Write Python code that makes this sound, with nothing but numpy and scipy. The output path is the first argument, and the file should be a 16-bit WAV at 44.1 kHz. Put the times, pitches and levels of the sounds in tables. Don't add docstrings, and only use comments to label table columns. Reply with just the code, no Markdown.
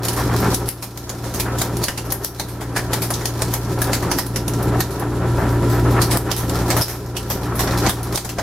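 import sys
import numpy as np
from scipy import signal
from scipy.fft import rfft, irfft
from scipy.io import wavfile
from scipy.ndimage import uniform_filter1d

SR = 44100
rng = np.random.default_rng(int(sys.argv[2]) if len(sys.argv) > 2 else 0)


def generate_wav(sig):
    pcm = np.round(np.clip(np.atleast_2d(sig).T, -1, 1) * 32767).astype(np.int16)
    wavfile.write(sys.argv[1], SR, pcm)


N = 371322
T = np.arange(N) / SR

# f/Hz, level/dB rms
MOTOR_TONES = [(26.0, -49), (34.9, -41), (56.2, -38), (58.9, -24), (81.7, -26.5), (117.8, -16.5),
               (137.3, -34), (176.6, -29.5), (274.6, -33), (294.4, -27), (330.3, -37.5), (353.3, -28),
               (392.3, -31), (960.0, -35.5), (1000.9, -38.5), (1295.2, -48), (1354.1, -38)]
# f/Hz, level/dB per Hz
GRIND_COLOUR = [(20, -18), (45, -7.5), (90, -5.5), (160, 1), (260, 0), (400, -1), (480, -6), (950, -9.5),
                (1400, -13), (1850, -21.5), (2700, -25.5), (6000, -30), (12000, -34.5), (16000, -43)]
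# f/Hz, width/Hz, peak/dB
CABINET_RESONANCES = [(404, 62, 3.5), (523, 45, 4.5), (186, 42, 1.5), (328, 14, 1.5), (777, 71, 4),
                      (1260, 43, -2), (1304, 29, 6.5), (1780, 270, 5.5), (7200, 610, 4), (11100, 710, 10.5)]
# t/s, level/dB
MACHINE_LEVEL = [(0, 1), (.45, 2.5), (.9, -2.5), (1.5, 0), (2.4, 1.5), (2.9, 3.5), (3.3, -5), (4.3, 6),
                 (4.75, 7), (5, 3), (5.32, 4.5), (5.8, -2), (6.2, 1), (6.7, 2), (7.1, 1.5), (7.8, 1),
                 (8.42, 2.5)]
# t/s, relative strength/dB
SCRAPER_BITES = [(.21, 12), (.32, 11.5), (.45, 8.5), (1.48, 13), (5.73, -1), (5.98, 7.5), (6.3, 8),
                 (6.43, 3), (6.578, 4), (7.5, 6), (7.74, 8), (7.85, 6)]
# t/s, level/dB
CRUMB_LEVEL = [(0, -18.5), (.3, -26.5), (2.3, -29), (3.2, -29.5), (4.3, -27.5), (5.1, -35), (5.9, -44),
               (6.5, -28), (8.42, -24.5)]
# f/Hz, level/dB per Hz
ICE_SPECTRUM = [(150, 2.5), (400, -5.5), (550, 4.5), (680, 3), (920, 2.5), (1350, -2), (1750, -0.5),
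                (2600, -3.5), (3800, 0), (5600, 2.5), (8300, -4), (11300, -2.5), (14000, -4.5),
                (16000, -15)]
# t/s, relative level/dB, knock below about 2 kHz/dB, sizzle above about 9 kHz/dB, clatter time/s,
# own note f/Hz
ICE_SOUNDS = [(.049, -9.5, 3, 2.5, 0.0027, 11600), (0.0837, -7, -2, 3.5, 0.0026, 3040),
              (.131, -17.5, 1, 7, 0.0036, 890), (.164, -14, 3, 4, 0.0083, 1110),
              (.402, -29, 6, 12, 0.0018, 12900), (0.544, -6, -3, 3.5, 0.0022, 10500),
              (0.6885, -1.5, -1, 5, 0.00068, 11200), (.825, -5.5, 0, 4, 0.0049, 2400),
              (0.9746, -11.5, 1, 1, 0.00091, 12100), (1.093, -10, 5, 3, 0.0024, 6900),
              (1.241, -14, 7, -1.5, 0.017, 9800), (1.34, -11.5, 3, 5, 0.0084, 6330),
              (1.398, -7, -2.5, 4.5, 0.0025, 2460), (1.585, -14.5, -2, 4, 0.0042, 6900),
              (1.616, -5.5, 5, 5.5, 0.0017, 3720), (1.769, -17.5, -1, 5, 0.00054, 10500),
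              (1.839, 0.5, 1, 5.5, .0018, 4600), (1.8826, -2, 7.5, 0, 0.0024, 2870),
              (1.975, -5.5, 1, -0.5, 0.0038, 2810), (2.05, -21, 4, 2.5, .005, 11500),
              (2.1036, -11, -3, 3, 0.007, 5260), (2.122, -7, 5, 10, 0.0014, 11600),
              (2.247, 0.5, -3, 8.5, 0.00017, 5630), (2.397, -1.5, 5.5, 2, 0.0024, 4100),
              (2.486, -14.5, 7, 3.5, 0.0092, 11800), (2.609, -13, 9, 1.5, 0.0066, 3300),
              (2.762, -3, 6.5, 0, 0.0055, 1740), (2.9317, -2.5, 3.5, 1.5, .003, 860),
              (3.02, -8, 2, 4.5, 0.0069, 875), (3.104, -11, 9, 4, 0.0035, 10500),
              (3.138, -9, -20.5, -2, .002, 5860), (3.21, -20, 7, 0, .008, 1950),
              (3.255, -10, -0.5, 4.5, 0.0016, 6540), (3.4201, -11, 5, .5, 0.0011, 8600),
              (3.538, -10.5, 7.5, 7.5, 0.0021, 6550), (3.648, -25.5, 8, -5, 0.0024, 12500),
              (3.818, -11.5, 6, 9.5, 0.0027, 1710), (3.9319, -2.5, 3.5, 0, 0.0053, 1370),
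              (4.0255, -15, 11, -1, 0.0052, 1080), (4.1139, -4.5, 7.5, 1, 0.0029, 6000),
              (4.186, 2, 5, 4.5, 0.0032, 5130), (4.264, -13.5, -7, 6.5, 0.0015, 10800),
              (4.359, -2, 0.5, 0.5, .0026, 5500), (4.48, -7, -2.5, 1, .0012, 11100),
              (4.536, -14.5, 0, 0, 0.0022, 5830), (4.627, -21, -6.5, 10, 0.0018, 13400),
              (4.8045, -2, 1.5, 0.5, 0.0022, 1830), (4.908, -17, -11, 2, 0.0081, 10980),
              (4.996, -21.5, -20, 7, 0.0015, 11300), (5.382, -29.5, 26, 4, 0.011, 13500),
              (5.504, -34, 14, 10, 0.01, 13500), (5.7, -23, 8, 3.5, 0.015, 13100),
              (5.91, -37.5, 3, 8.5, 0.0035, 13000), (6.0173, -8, 0, 3.5, 0.0045, 4470),
              (6.111, -10, 2, 1, 0.0073, 10500), (6.172, -13.5, 6, 9.5, 0.00052, 8500),
              (6.3149, -5.5, 1, 1.5, 0.0011, 3080), (6.365, -12, 0, 7.5, 0.012, 3860),
              (6.495, -14, -5, -2, 0.0014, 12200), (6.681, -23, 1, 5.5, 0.0049, 4050),
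              (6.7036, -6, 6, 0, .004, 597), (6.766, -9.5, 9, 3, 0.0064, 600),
              (6.818, 3, -0.5, 4, 0.0038, 5250), (6.882, -5, 4, 3, 0.014, 12500),
              (7.1663, -6, -5, 2, 0.0031, 2900), (7.301, -5, 3.5, 1.5, 0.007, 12600),
              (7.554, -24, 13, 11, .005, 950), (7.593, -8.5, 7.5, 2.5, 0.007, 12100),
              (7.674, -16.5, 8, -23, 0.0019, 1940), (7.7088, -19.5, 2, -5, 0.0024, 3830),
              (7.863, -10.5, 7, -9, 0.0034, 780), (7.8945, -3, 5, 4, .003, 3400),
              (8.03, -20.5, 1, 9, .002, 10400), (8.1573, 1, -2.5, 4.5, 0.0014, 3700),
              (8.175, 1.5, 2, -3, 0.0017, 9000), (8.2474, -7.5, 7, 4, 0.0029, 6560),
              (8.291, -6, 2, 1.5, .0036, 2760), (8.3847, -4.5, 10.5, -5, 0.0044, 705)]
# f/Hz, share/0-1
DIRECT_SHARE = [(900, 0.63), (4000, 0.58), (12000, 0.47)]
# f/Hz, side minus mid/dB
MIC_WIDTH = [(60, -16), (130, -23), (250, -20), (500, -18), (1000, -12.5), (2000, -9.5), (4000, -3.5),
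             (8000, -2), (14000, 0)]
# f/Hz, left minus right/dB
MIC_LEAN = [(60, 5), (110, 1.5), (200, 0), (380, 1), (700, 0.5), (1290, 1), (2380, -1), (4400, -2.5),
            (8120, -1.5), (15000, 5)]

BIN_T60, HALL_T60 = 0.19, 1
RUN_UP = 0.04
BITE_S, BITE_HZ = 0.031, (804, 2750)
CRACK_S, CRACK_SHARE = 0.0015, 0.18
CLINK_HZ, CLINK_WIDTH_HZ = (5950, 14560), 102
EDGE_HZ = 15900


def gain_of(db):
    return 10 ** (np.asarray(db) / 20)


def evened(x):
    return x / np.sqrt(np.mean(x ** 2) + 1e-20)


def read(points, hz):
    f, value = np.transpose(points)
    return np.interp(np.log(hz + 1), np.log(f + 1), value)


def curve(rows):
    return np.interp(T, *np.transpose(rows))


def bandpass(x, band_hz):
    sos = signal.butter(2, band_hz, "band", fs=SR, output="sos")
    return signal.sosfiltfilt(sos, x)


def drift(rate_hz):
    hz = np.fft.rfftfreq(N, 1 / SR)
    return evened(irfft(rfft(rng.standard_normal(N)) * np.exp(-(hz / rate_hz) ** 2), N))


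def microphone_pair(pair, colour_db):
    size = pair.shape[1]
    hz = np.fft.rfftfreq(size, 1 / SR)
    mid, side = rfft(pair) * gain_of(colour_db(hz))
    width = gain_of(read(MIC_WIDTH, hz))
    lean = read(MIC_LEAN, hz) / 2
    ports = np.array([mid + width * side, mid - width * side]) / np.sqrt(1 + width ** 2)
    return irfft(ports * gain_of([lean, -lean]), size)


def dying(t, t60):
    tail = rng.standard_normal((2, len(t))) * gain_of(-60 * t / t60)
    return tail / np.linalg.norm(tail, axis=1, keepdims=True)


def hall_echo(ice, level_db=-19):
    return gain_of(level_db) * signal.oaconvolve(ice, dying(T[:SR], HALL_T60), axes=1)[:, :N]


def hum(waver=0.18, wander_hz=0.12):
    slip = np.cumsum(drift(1.3)) / SR
    out = np.zeros(N)
    for hz, db in MOTOR_TONES:
        turns = hz * T + wander_hz * slip * hz / 118 + rng.random()
        strength = gain_of(db) * (1 + waver * drift(8.4))
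        out += strength * np.sqrt(2) * np.sin(2 * np.pi * turns)
    return out * gain_of([[0.15], [-0.15]])


def grind_colour_db(hz):
    peaks = sum(db / (1 + (2 * (hz - f) / width) ** 2) for f, width, db in CABINET_RESONANCES)
    return read(GRIND_COLOUR, hz) + peaks


def bite_strength(level_db=-4.5, chatter_db=3.5):
    swells = sum(gain_of(db + level_db) * np.exp(-((T - s) / BITE_S) ** 2) for s, db in SCRAPER_BITES)
    return swells * evened(gain_of(chatter_db * drift(110)))


def grinding(level_db=-18.5, lumpy_db=2.0, rasp_db=2.5, rasp_gain_db=0.5, buzz=0.07, shaft_hz=57.2):
    noise = microphone_pair(rng.standard_normal((2, N)), grind_colour_db)
    rasp = bandpass(noise, [450, 3000])
    rumble = (noise - rasp) * evened(gain_of(lumpy_db * drift(18)))
    shaking = 1 + buzz * np.cos(2 * np.pi * shaft_hz * T)
    catch = evened(gain_of(rasp_db * drift(23)) * shaking)
    bites = bandpass(noise, BITE_HZ) * bite_strength()
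    total = rumble + gain_of(rasp_gain_db) * rasp * catch + bites
    return gain_of(level_db) * total / np.std(noise)


def crumbs(per_s=170, spread_db=4.0, tick_t60=0.0049):
    sizes = gain_of(spread_db * np.minimum(rng.exponential(1, N), 4))
    landing = rng.random(N) < per_s / SR
    impulses = sizes * landing * rng.standard_normal((2, N))
    t = T[:SR // 4]
    response = dying(t, tick_t60) + 2 * dying(t, BIN_T60)
    ticks = signal.oaconvolve(impulses, response, axes=1)[:, :N]
    coloured = microphone_pair(ticks, lambda hz: read(ICE_SPECTRUM, hz))
    return gain_of(curve(CRUMB_LEVEL)) * evened(coloured)


def contact_energy(t, clatter):
    u = np.maximum(t, 0) / max(clatter, 1 / 4000)
    swarm = u * np.exp(-u)
    crack = (t > 0) * np.exp(-abs(t) / CRACK_S)
    return (1 - CRACK_SHARE) * swarm / swarm.sum() + CRACK_SHARE * crack / crack.sum()


def clink_response(hz, level_db=4.0, count=6):
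    centres = rng.uniform(*CLINK_HZ, (count, 1))
    rings = 1 / (1 + 2j * (hz - centres) / CLINK_WIDTH_HZ)
    return 1 + gain_of(level_db) * np.sum(rings, axis=0)


def ice_colour_db(hz, note_hz, note_db=7.5, note_width=0.13, own_db=2.0):
    shape_db = np.interp(hz, np.linspace(0, SR / 2, 48), rng.standard_normal(48))
    note = 1 / (1 + (2 * (hz / note_hz - 1) / note_width) ** 2)
    return 20 * np.log10(evened(gain_of(read(ICE_SPECTRUM, hz) + own_db * shape_db + note_db * note)))


def ice_sound(knock_db, sizzle_db, clatter, note_hz, grain_db=3.0, lead_db=-12.0, lead_s=0.0057, size=16384):
    t = np.arange(size) / SR - RUN_UP
    energy = contact_energy(t, clatter)
    rustle = np.exp(-abs(t) / lead_s)
    rustle *= gain_of(lead_db) ** 2 / rustle.sum()
    contacts = np.repeat(gain_of(grain_db * np.clip(rng.standard_normal(size // 32), -2, 2)), 32)
    blow = evened(rng.standard_normal((2, size)) * contacts * np.sqrt(energy + rustle))
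    ringing = abs(signal.fftconvolve(energy, 10 ** (-6 * T[:size] / BIN_T60))[:size])
    echo = evened(rng.standard_normal((2, size)) * np.sqrt(ringing))

    hz = np.fft.rfftfreq(size, 1 / SR)
    share = np.clip(read(DIRECT_SHARE, hz), 0, 1)
    direct = np.sqrt(share) * rfft(blow) * clink_response(hz)
    sound = irfft(direct + np.sqrt(1 - share) * rfft(echo), size)
    tilt_db = read([(1900, knock_db), (2700, 0), (7500, 0.0099), (9500, sizzle_db)], hz)
    colour_db = ice_colour_db(hz, note_hz) + tilt_db
    return microphone_pair(sound, lambda hz: colour_db) * np.sqrt(SR / 100 / size)


def ice_in_bin(level_db=-0.37, scatter_db=1.2):
    out = np.zeros((2, N))
    for s, db, knock_db, sizzle_db, clatter, note_hz in ICE_SOUNDS:
        pan_db = scatter_db * rng.standard_normal()
        sides = gain_of([[db + pan_db / 2], [db - pan_db / 2]])
        sound = ice_sound(knock_db, sizzle_db, clatter, note_hz) * sides
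        start = max(round((s - RUN_UP) * SR), 0)
        part = out[:, start:start + sound.shape[1]]
        part += sound[:, :part.shape[1]]
    return gain_of(level_db) * out


def scene():
    machine = (hum() + grinding()) * gain_of(curve(MACHINE_LEVEL))
    ice = crumbs() + ice_in_bin()
    return machine + ice + hall_echo(ice)


def record(dry, limit_db=-15.5, recover_db_per_s=15.0, start_duck_db=12.5, sense_s=0.0034):
    heard = signal.sosfilt(signal.butter(2, 800, "high", fs=SR, output="sos"), dry)
    power = uniform_filter1d((heard ** 2).mean(0), size=round(sense_s * SR))
    power_db = 10 * np.log10(abs(power) + 1e-12)
    fall = T * recover_db_per_s
    peak_db = np.maximum.accumulate(power_db - limit_db + fall)
    held_db = np.maximum(peak_db, start_duck_db) - fall
    ducked = dry / gain_of(uniform_filter1d(np.maximum(held_db, 0), size=66))
    rounded = ducked / (1 + (ducked / 0.8) ** 8) ** (1 / 8)
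    band_limit = signal.firwin(401, EDGE_HZ, window=("kaiser", 9), fs=SR)
    return signal.oaconvolve(rounded, band_limit[None], "same")


dry = scene()
out = record(dry)
generate_wav(out)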